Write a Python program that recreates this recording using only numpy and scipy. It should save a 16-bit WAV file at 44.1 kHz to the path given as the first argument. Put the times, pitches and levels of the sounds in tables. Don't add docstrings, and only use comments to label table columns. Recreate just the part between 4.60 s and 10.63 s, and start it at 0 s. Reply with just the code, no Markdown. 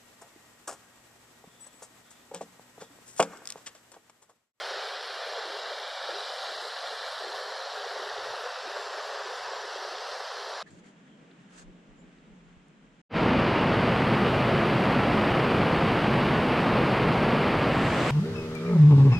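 import sys
import numpy as np
from scipy import signal
from scipy.fft import rfft, irfft
from scipy.io import wavfile
from scipy.ndimage import uniform_filter1d

SR = 44100
rng = np.random.default_rng(int(sys.argv[2]) if len(sys.argv) > 2 else 0)


def generate_wav(signal):
    frames = np.transpose(np.atleast_2d(signal))
    scaled = np.clip(frames, -1, 1) * 32767
    pcm = np.round(scaled).astype(np.int16)
    wavfile.write(sys.argv[1], SR, pcm)


N = 265834
TIME = np.arange(N) / SR


def gain_of(db):
    return 10 ** (np.asarray(db) / 20)


def evened(x):
    return x / np.sqrt(np.mean(x ** 2) + 1e-20)


def add(mix, s, sound):
    part = mix[max(round(s * SR), 0):][:len(sound)]
    part += sound[:len(part)]


def follow(rows, t=TIME):
    s, *columns = np.transpose(rows)
    return np.array([np.interp(t, s, column) for column in columns])


def coloured(x, points):
    octave = np.log2(np.fft.rfftfreq(2 * N, 1 / SR) + 1)
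    hz, db = np.transpose(points)
    known = np.log2(hz)
    beyond = abs(octave - np.clip(octave, known[0], known[-1]))
    shape = gain_of(np.interp(octave, known, db) - 48 * beyond)
    return evened(irfft(rfft(x, 2 * N) * shape)[:N])


def low_cut(x, hz):
    sos = signal.butter(3, hz, "highpass", fs=SR, output="sos")
    return signal.sosfiltfilt(sos, x)


def swept(x, rule, size=1024):
    overlap = size - size // 4
    hz, t, spectra = signal.stft(x, SR, nperseg=size, noverlap=overlap)
    shaped = spectra * rule(hz[:, None] + 1, t)
    return signal.istft(shaped, SR, nperseg=size, noverlap=overlap)[1][:N]


def swell(middle, length, t=TIME):
    return np.cos(np.pi * np.clip((t - middle) / length, -.5, .5)) ** 0.96


def flutter(rate_hz):
    hz = np.fft.rfftfreq(N, 1 / SR)
    weight = hz / (hz + 2) / (1 + (hz / rate_hz) ** 2)
    return evened(irfft(rfft(rng.standard_normal(N)) * weight, N))


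def impacts(per_s, spread_db):
    size = gain_of(spread_db * np.minimum(rng.exponential(1, N), 4))
    sign = rng.choice([-1, 1], N)
    struck = rng.random(N) < per_s / SR
    return evened(size * sign * struck)


def bubble(hz, cycles, rise):
    age = np.arange(int(2 * np.pi * cycles / hz * SR)) * hz / SR / cycles
    tone = np.sin(2 * np.pi * cycles * (age + rise * age ** 2 / 2))
    return tone * np.exp(-age) * (1 - np.exp(-10 * age))


def bubbles(low_hz, high_hz, cycles, rise, spread_db, count):
    out = np.zeros(N)
    for when, smallness, chance in rng.random((count, 3)):
        hz = low_hz * (high_hz / low_hz) ** smallness
        strength = gain_of(-spread_db * np.log(chance + .02))
        add(out, when * N / SR, strength * bubble(hz, cycles, rise))
    return evened(out)


# t/s, turn (0 facing - 1 away)
MIC_TURN = [(0, 0.29), (1.2, 0.39), (2.4, 0.5), (3.2, 0.52), (4.2, 0.75), (6.03, 0.97)]


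def turned(x, facing, away):
    turn = np.clip(follow(MIC_TURN)[0], 0, 1)
    return (1 - turn) * coloured(x, facing) + turn * coloured(x, away)


RIPPLE_DB, RIPPLE_HZ = 0.29, 8.6
# middle t/s, length/s, swell level/dB
HEAVY_SHEETS = [(0.24, 0.15, 2), (0.763, 0.39, 2), (1.048, .2, 2), (1.414, 0.11, 2.5), (1.5, 0.099, 3.5),
                (1.573, 0.088, 2), (1.705, 0.063, 2.5), (1.84, 0.088, 4.5), (2.27, 0.2, 1.8),
                (2.464, 0.074, 2.5), (2.744, 0.15, 1.5), (3.177, 0.085, 2.5), (3.4, 0.37, 2),
                (3.674, 0.32, 2.5), (3.856, 0.061, 5.5), (4.18, 0.087, 2.5), (4.39, 0.072, 2),
                (4.52, 0.088, 2.5), (5.465, 0.036, 2)]


def flow():
    sheets = sum(db * swell(s, length) for s, length, db in HEAVY_SHEETS)
    return sheets + RIPPLE_DB * flutter(rate_hz=RIPPLE_HZ)


# f/Hz, relative level/dB (per Hz)
PLUNGE_COLOUR = [(100, -7), (170, 1), (210, 1.5), (255, 3), (310, 2), (350, -3), (410, 1.5), (470, -1),
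                 (550, 3.5), (650, 1.5), (750, 3), (870, -1), (1100, -11.5), (1800, -51)]


def plunge(level_db):
    gulps = bubbles(low_hz=332.8, high_hz=907, cycles=3.03, rise=0.072, spread_db=1.0, count=2400)
    churn = impacts(per_s=9000, spread_db=1.0)
    return coloured(churn + gain_of(-13.0) * gulps, PLUNGE_COLOUR) * gain_of(level_db)


LOW_CUT_HZ = 394
WAVER_HZ, WAVER_RATE_HZ = 15.7, 10
# middle t/s, length/s, shift f/Hz
LOW_CUT_SHIFTS = [(0.645, 0.15, 57), (0.905, 0.12, -42), (1.352, 0.27, 144), (1.537, 0.056, -56),
                  (1.765, 0.29, 86), (2.211, 0.29, 99), (2.506, 0.25, 115), (2.685, 0.079, -63),
                  (3.07, 0.16, 83), (3.42, 0.051, -52), (3.942, 0.21, 98), (4.067, 0.058, -125),
                  (4.45, 0.16, 40), (5.25, 0.24, -62), (5.681, 0.14, 120)]


def moving_low_cut(hz, t):
    waver = WAVER_HZ * np.interp(t, TIME, flutter(rate_hz=WAVER_RATE_HZ))
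    shifts = sum(shift * swell(s, length, t) for s, length, shift in LOW_CUT_SHIFTS)
    below = (LOW_CUT_HZ + waver + shifts) / hz
    steep = 1 / np.sqrt(1 + below ** 36)
    skirt = gain_of(-15.0) / np.sqrt(1 + below ** 5.1)
    return np.hypot(steep, skirt)


# f/Hz, relative level/dB (per Hz)
SPLASH_COLOUR_FACING = [(450, -7), (680, 4.5), (900, -6), (1100, -3.5), (1400, 2), (1730, 1), (1900, -1),
                        (2100, -2), (2500, -7), (3300, -69), (5000, -52)]
# f/Hz, relative level/dB (per Hz)
SPLASH_COLOUR_AWAY = [(450, -50), (680, -2.5), (900, -0.5), (1100, 1), (1400, -1), (1730, -0.5), (1900, -6),
                      (2100, -9), (2500, -10.5), (3300, -30), (5000, -34)]


def splash(level_db, ticks):
    patter = impacts(per_s=7000, spread_db=1.0) + ticks
    plinks = bubbles(low_hz=850.0, high_hz=2118, cycles=8.3, rise=0.025, spread_db=0.0, count=2500)
    drops = patter + gain_of(-17.5) * plinks
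    return turned(drops, SPLASH_COLOUR_FACING, SPLASH_COLOUR_AWAY) * gain_of(level_db)


PIP_DB = -19.5
MIST_DRIFT_DB = 1.16
# f/Hz, relative level/dB (per Hz)
SPRAY_COLOUR_FACING = [(2000, -32), (2600, -7), (3000, -1), (3500, 1), (4000, 2.5), (4600, -2), (5400, -6),
                       (6000, -16), (6700, -18), (7050, -26), (7450, -15.5), (8000, -25), (9000, -53)]
# f/Hz, relative level/dB (per Hz)
SPRAY_COLOUR_AWAY = [(2000, -26), (2650, -0.5), (3100, 1), (3900, 1), (4450, 3), (5000, 1.5), (5600, -0.5),
                     (6100, -4.5), (6700, -14), (7050, -11.5), (7450, -9.5), (8000, -19), (9000, -42)]
# f/Hz, relative level/dB (per Hz)
MIST_COLOUR = [(6500, -24), (8000, 1.5), (8800, 1), (9900, 0.5), (11300, -3.5), (12500, -10), (13800, -19),
               (14500, -14), (15100, -12), (15700, -21)]


def spray(level_db, mist_db, ticks):
    gusts_db = 0.21 * flutter(rate_hz=11)
    fizz = bubbles(low_hz=2430, high_hz=8120, cycles=16.4, rise=0.0443, spread_db=-1.5, count=4000)
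    pips = bubbles(low_hz=3000, high_hz=6200, cycles=3, rise=0.04, spread_db=1.0, count=420)
    drops = impacts(per_s=13000, spread_db=2.0) + ticks
    drops = drops + gain_of(-18.5) * fizz + gain_of(PIP_DB) * pips
    hiss = turned(drops, SPRAY_COLOUR_FACING, SPRAY_COLOUR_AWAY) * gain_of(level_db)
    drift_db = MIST_DRIFT_DB * flutter(rate_hz=5.8)
    mist = coloured(impacts(per_s=16000, spread_db=3.0), MIST_COLOUR) * gain_of(mist_db + drift_db)
    return (hiss + mist) * gain_of(gusts_db)


def patches(shape, size):
    field = rng.standard_normal(shape)
    for axis in (0, 1, 0, 1):
        field = uniform_filter1d(field, size[axis], axis, mode="wrap")
    return evened(field)


# f/Hz, level/dB (per unit of the field)
PATCH_DEPTH = [(1700, 0), (2300, 3.3), (2900, 1.4), (4000, 1.3), (5400, 1.3), (6400, 4.1), (8200, 4.1),
               (9000, 3.6), (11000, 3.4), (12500, 1.8), (15500, 1.0)]


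def uneven_treble(hz, t):
    shape = len(hz), len(t)
    field = patches(shape, size=(4, 4)) + 0.53 * patches(shape, size=(3, 70))
    field = field - uniform_filter1d(field, size=31, axis=0)
    field = np.minimum(field, 1.5)
    depth_db = np.interp(hz, *np.transpose(PATCH_DEPTH))
    top = 1 / (1 + (12000 / hz) ** 30)
    flicker_db = 1.5 * top * patches(shape, size=(90, 5))
    return gain_of(depth_db * field + flicker_db)


def bump(rows, hz, t):
    centre, width, db = follow(rows, t)
    return db * np.exp(-((hz - centre) / width) ** 2)


# t/s, centre f/Hz, width f/Hz, height level/dB
BROAD_CREST = [(0, 3800, 400, -1.5), (1.0, 3730, 380, 1), (1.7, 3880, 350, 3), (2.2, 4070, 300, 3.5),
               (2.8, 4130, 350, 3), (3.4, 4100, 350, 0.7), (4.0, 3900, 350, 0), (4.8, 4000, 350, -0.5),
               (5.4, 3970, 350, 0.5), (6.03, 3980, 350, 2.5)]
# t/s, centre f/Hz, width f/Hz, height level/dB
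HIGH_RIDGE = [(0, 7400, 300, -0.5), (.5, 7400, 300, -1), (1.5, 7400, 350, -.5), (2.7, 7600, 350, 1.5),
              (3.9, 7500, 350, -0.5), (4.2, 7400, 350, 3.5), (4.9, 7400, 350, 2.5), (5.3, 7500, 350, -2.5),
              (6.03, 7750, 250, -7)]
# t/s, centre f/Hz, width f/Hz, depth level/dB
SIDE_NOTCH = [(1.4, 2150, 100, 4), (1.75, 2220, 120, 6), (2.05, 2100, 110, 4), (2.35, 2130, 130, 7),
              (2.7, 2150, 130, 4), (3.1, 2110, 130, 6.5), (3.6, 2100, 100, 5), (4.2, 2100, 100, 3)]
# t/s, centre f/Hz, width f/Hz, depth level/dB
LOW_DIP = [(0, 2750, 150, 3), (.45, 2630, 110, 0), (.7, 2630, 100, 6), (1.0, 2560, 115, 13),
           (1.35, 2590, 100, 12), (1.55, 2550, 110, 3), (1.75, 2600, 110, 10), (1.9, 2580, 100, 8),
           (1.96, 2480, 150, 19), (2.04, 2430, 160, 17), (2.12, 2500, 200, 3), (2.35, 2580, 170, 9),
           (2.55, 2550, 200, 7), (2.75, 2500, 250, 8), (3.0, 2620, 200, 8), (3.2, 2450, 200, 5),
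           (3.4, 2550, 200, 7), (3.55, 2300, 230, 7), (3.8, 2350, 220, 1.5), (4.2, 2290, 200, 3),
           (4.85, 2400, 200, 4), (5.08, 2320, 130, 7), (5.4, 2400, 170, 2.5), (6.03, 2750, 300, 4)]
# t/s, centre f/Hz, width f/Hz, depth level/dB
HIGH_DIP = [(0, 6600, 300, 1), (.35, 6550, 280, 8), (1.05, 6450, 200, 2.4), (1.42, 6470, 220, 11),
            (1.75, 6100, 300, 1), (1.85, 5990, 190, 4), (2.5, 6080, 190, 4.8), (3.2, 6240, 150, 2),
            (4.1, 6750, 160, 5.1), (4.45, 6650, 200, 1), (5.2, 6800, 180, 5), (5.5, 6450, 250, 1),
            (6.03, 6300, 300, 3)]
# t/s, centre f/Hz, width f/Hz, depth level/dB
TOP_DIP = [(0, 8200, 250, 5), (2.0, 8250, 250, 3), (2.72, 8300, 250, .3), (2.86, 8350, 290, 8),
           (4.1, 8250, 290, 4), (5.3, 8400, 300, 3), (5.5, 8400, 300, -4), (6.03, 8300, 300, -3)]


def wandering_colour(hz, t):
    crests = sum(bump(crest, hz, t) for crest in (BROAD_CREST, HIGH_RIDGE))
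    hollows = sum(bump(hollow, hz, t) for hollow in (SIDE_NOTCH, LOW_DIP, HIGH_DIP, TOP_DIP))
    return gain_of(crests - hollows)


PUFF_OCTAVES = .42


def puff(length, db, hz):
    band_hz = hz * 2 ** (PUFF_OCTAVES * np.array([-1, 1]))
    sos = signal.butter(2, band_hz, "bandpass", fs=SR, output="sos")
    air = signal.sosfilt(sos, rng.standard_normal(SR))[-int(length * SR):]
    shape = swell(length / 2, length, np.arange(len(air)) / SR)
    return gain_of(db) * evened(air * shape) / np.sqrt(2)


CALM_DB, CALM_SWING_DB = -95.5, 3
# f/Hz, relative level/dB (per Hz)
CALM_AIR_COLOUR = [(20, -17), (38, -17), (55, -8), (78, 0), (92, 3), (105, 6), (135, 6), (200, -13),
                   (320, -35)]
# middle t/s, length/s, level/dB, middle of band f/Hz
AIR_PUFFS = [(.19, .16, -89, 70), (.86, .1, -88, 85), (2.36, 0.17, -82, 70), (2.53, 0.12, -76, 75),
             (2.618, .08, -77, 68), (2.673, .07, -75.5, 70), (2.76, .09, -82, 80), (3.012, .09, -81, 80),
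             (3.224, 0.12, -76.5, 90), (3.5, .14, -80, 62), (3.568, 0.1, -67.5, 75), (3.625, .1, -72, 95),
             (3.68, 0.1, -64.5, 112), (3.727, .06, -67, 145), (3.84, .18, -86, 90), (4.19, .18, -81.5, 85),
             (4.81, 0.093, -78, 90), (4.875, .11, -73, 80), (5.517, 0.08, -78, 105)]


def draught():
    calm_db = CALM_DB + CALM_SWING_DB * flutter(rate_hz=5.1)
    calm = coloured(rng.standard_normal(N), CALM_AIR_COLOUR) * gain_of(calm_db)
    puffs = np.zeros(N)
    for s, length, db, hz in AIR_PUFFS:
        add(puffs, s - length / 2, puff(length, db, hz))
    return calm + low_cut(puffs, hz=42)


# start t/s, level/dB, starting pitch f/Hz
AIR_POCKETS = [(0.108, -39, 385), (0.854, -45.5, 320), (0.926, -43, 385), (1.525, -45, 335),
               (2.665, -37, 393), (4.07, -45, 345), (5.19, -45, 358)]


def gurgles():
    out = np.zeros(N)
    for s, db, hz in AIR_POCKETS:
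        add(out, s, gain_of(db) * bubble(hz, cycles=5.1, rise=0.034))
    return low_cut(out, hz=265)


SPLAT_DB, SPLAT_S = -18, 0.0074
# f/Hz, relative level/dB (per Hz)
SPLAT_COLOUR = [(500, -1), (780, 0), (1100, -2), (1700, -9), (2400, -24), (4200, -14), (6000, -23)]
# start t/s, level/dB, starting pitch f/Hz
WATER_SLAPS = [(0.78, -28.5, 430), (1.489, -24.5, 508), (2.882, -32, 953), (3.167, -35, 627),
               (3.243, -28, 740), (3.735, -26, 680), (3.793, -32, 716), (3.856, -29, 480),
               (3.959, -30, 1250), (4.168, -30.5, 543), (4.345, -28, 600), (4.501, -33, 770),
               (4.672, -29, 1050), (5.158, -31.5, 530), (5.6, -25, 720)]


def slaps():
    out = np.zeros(N)
    wet = coloured(rng.standard_normal(N), SPLAT_COLOUR)
    for s, db, hz in WATER_SLAPS:
        age = np.clip((TIME - s) / SPLAT_S, 0, 20)
        burst = age * np.exp(1 - age)
        out += gain_of(db + SPLAT_DB) * wet * burst
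        add(out, s, gain_of(db) * bubble(hz, cycles=3.5, rise=0.042))
    return out


PLUNGE_DB = -41.5
SPLASH_SHARE, SPRAY_SHARE = 0.51, 0.12
TICKS_PER_S, TICKS_DB = 260, -14.5
# t/s, level/dB
SPLASH_LEVELS = [(0, -38), (.17, -39.5), (.33, -40), (1.25, -40.5), (1.55, -41), (2.15, -40.5), (2.55, -40),
                 (3.0, -40), (3.8, -40), (4.8, -39), (5.4, -40.5), (6.03, -40)]
# t/s, level/dB
SPRAY_LEVELS = [(0, -40.5), (.15, -40), (.32, -42), (.9, -42), (1.3, -43), (1.6, -41.5), (1.83, -41.5),
                (2.0, -42.5), (2.6, -43), (3.1, -43.5), (4.05, -44.5), (5.3, -44), (5.55, -44),
                (6.03, -44.5)]
# t/s, level/dB
MIST_LEVELS = [(0, -62), (.35, -65.5), (1.3, -65.5), (1.8, -63), (2.55, -63), (3.1, -65.5), (3.6, -64.5),
               (4.2, -66.5), (6.03, -67)]


def scene():
    flow_db = flow()
    ticks = gain_of(TICKS_DB) * impacts(TICKS_PER_S, spread_db=1.0)
    clumps = plunge(PLUNGE_DB + flow_db) + slaps()
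    roar = swept(clumps, moving_low_cut, size=2048) + gurgles()
    splash_db = follow(SPLASH_LEVELS)[0] + SPLASH_SHARE * flow_db
    spray_db = follow(SPRAY_LEVELS)[0] + SPRAY_SHARE * flow_db
    patter = splash(splash_db, ticks)
    hiss = spray(spray_db, follow(MIST_LEVELS)[0], ticks)
    uneven = swept(roar + patter + hiss, uneven_treble)
    water = swept(uneven, wandering_colour, size=2048)
    mono = water + draught()
    return np.array([mono, mono])


TOP_EDGE_HZ = 15720


def record(dry):
    low_pass = signal.firwin(801, TOP_EDGE_HZ, window=("kaiser", 9), fs=SR)
    return signal.oaconvolve(dry, low_pass[None], "same")


dry = scene()
out = record(dry)
generate_wav(out)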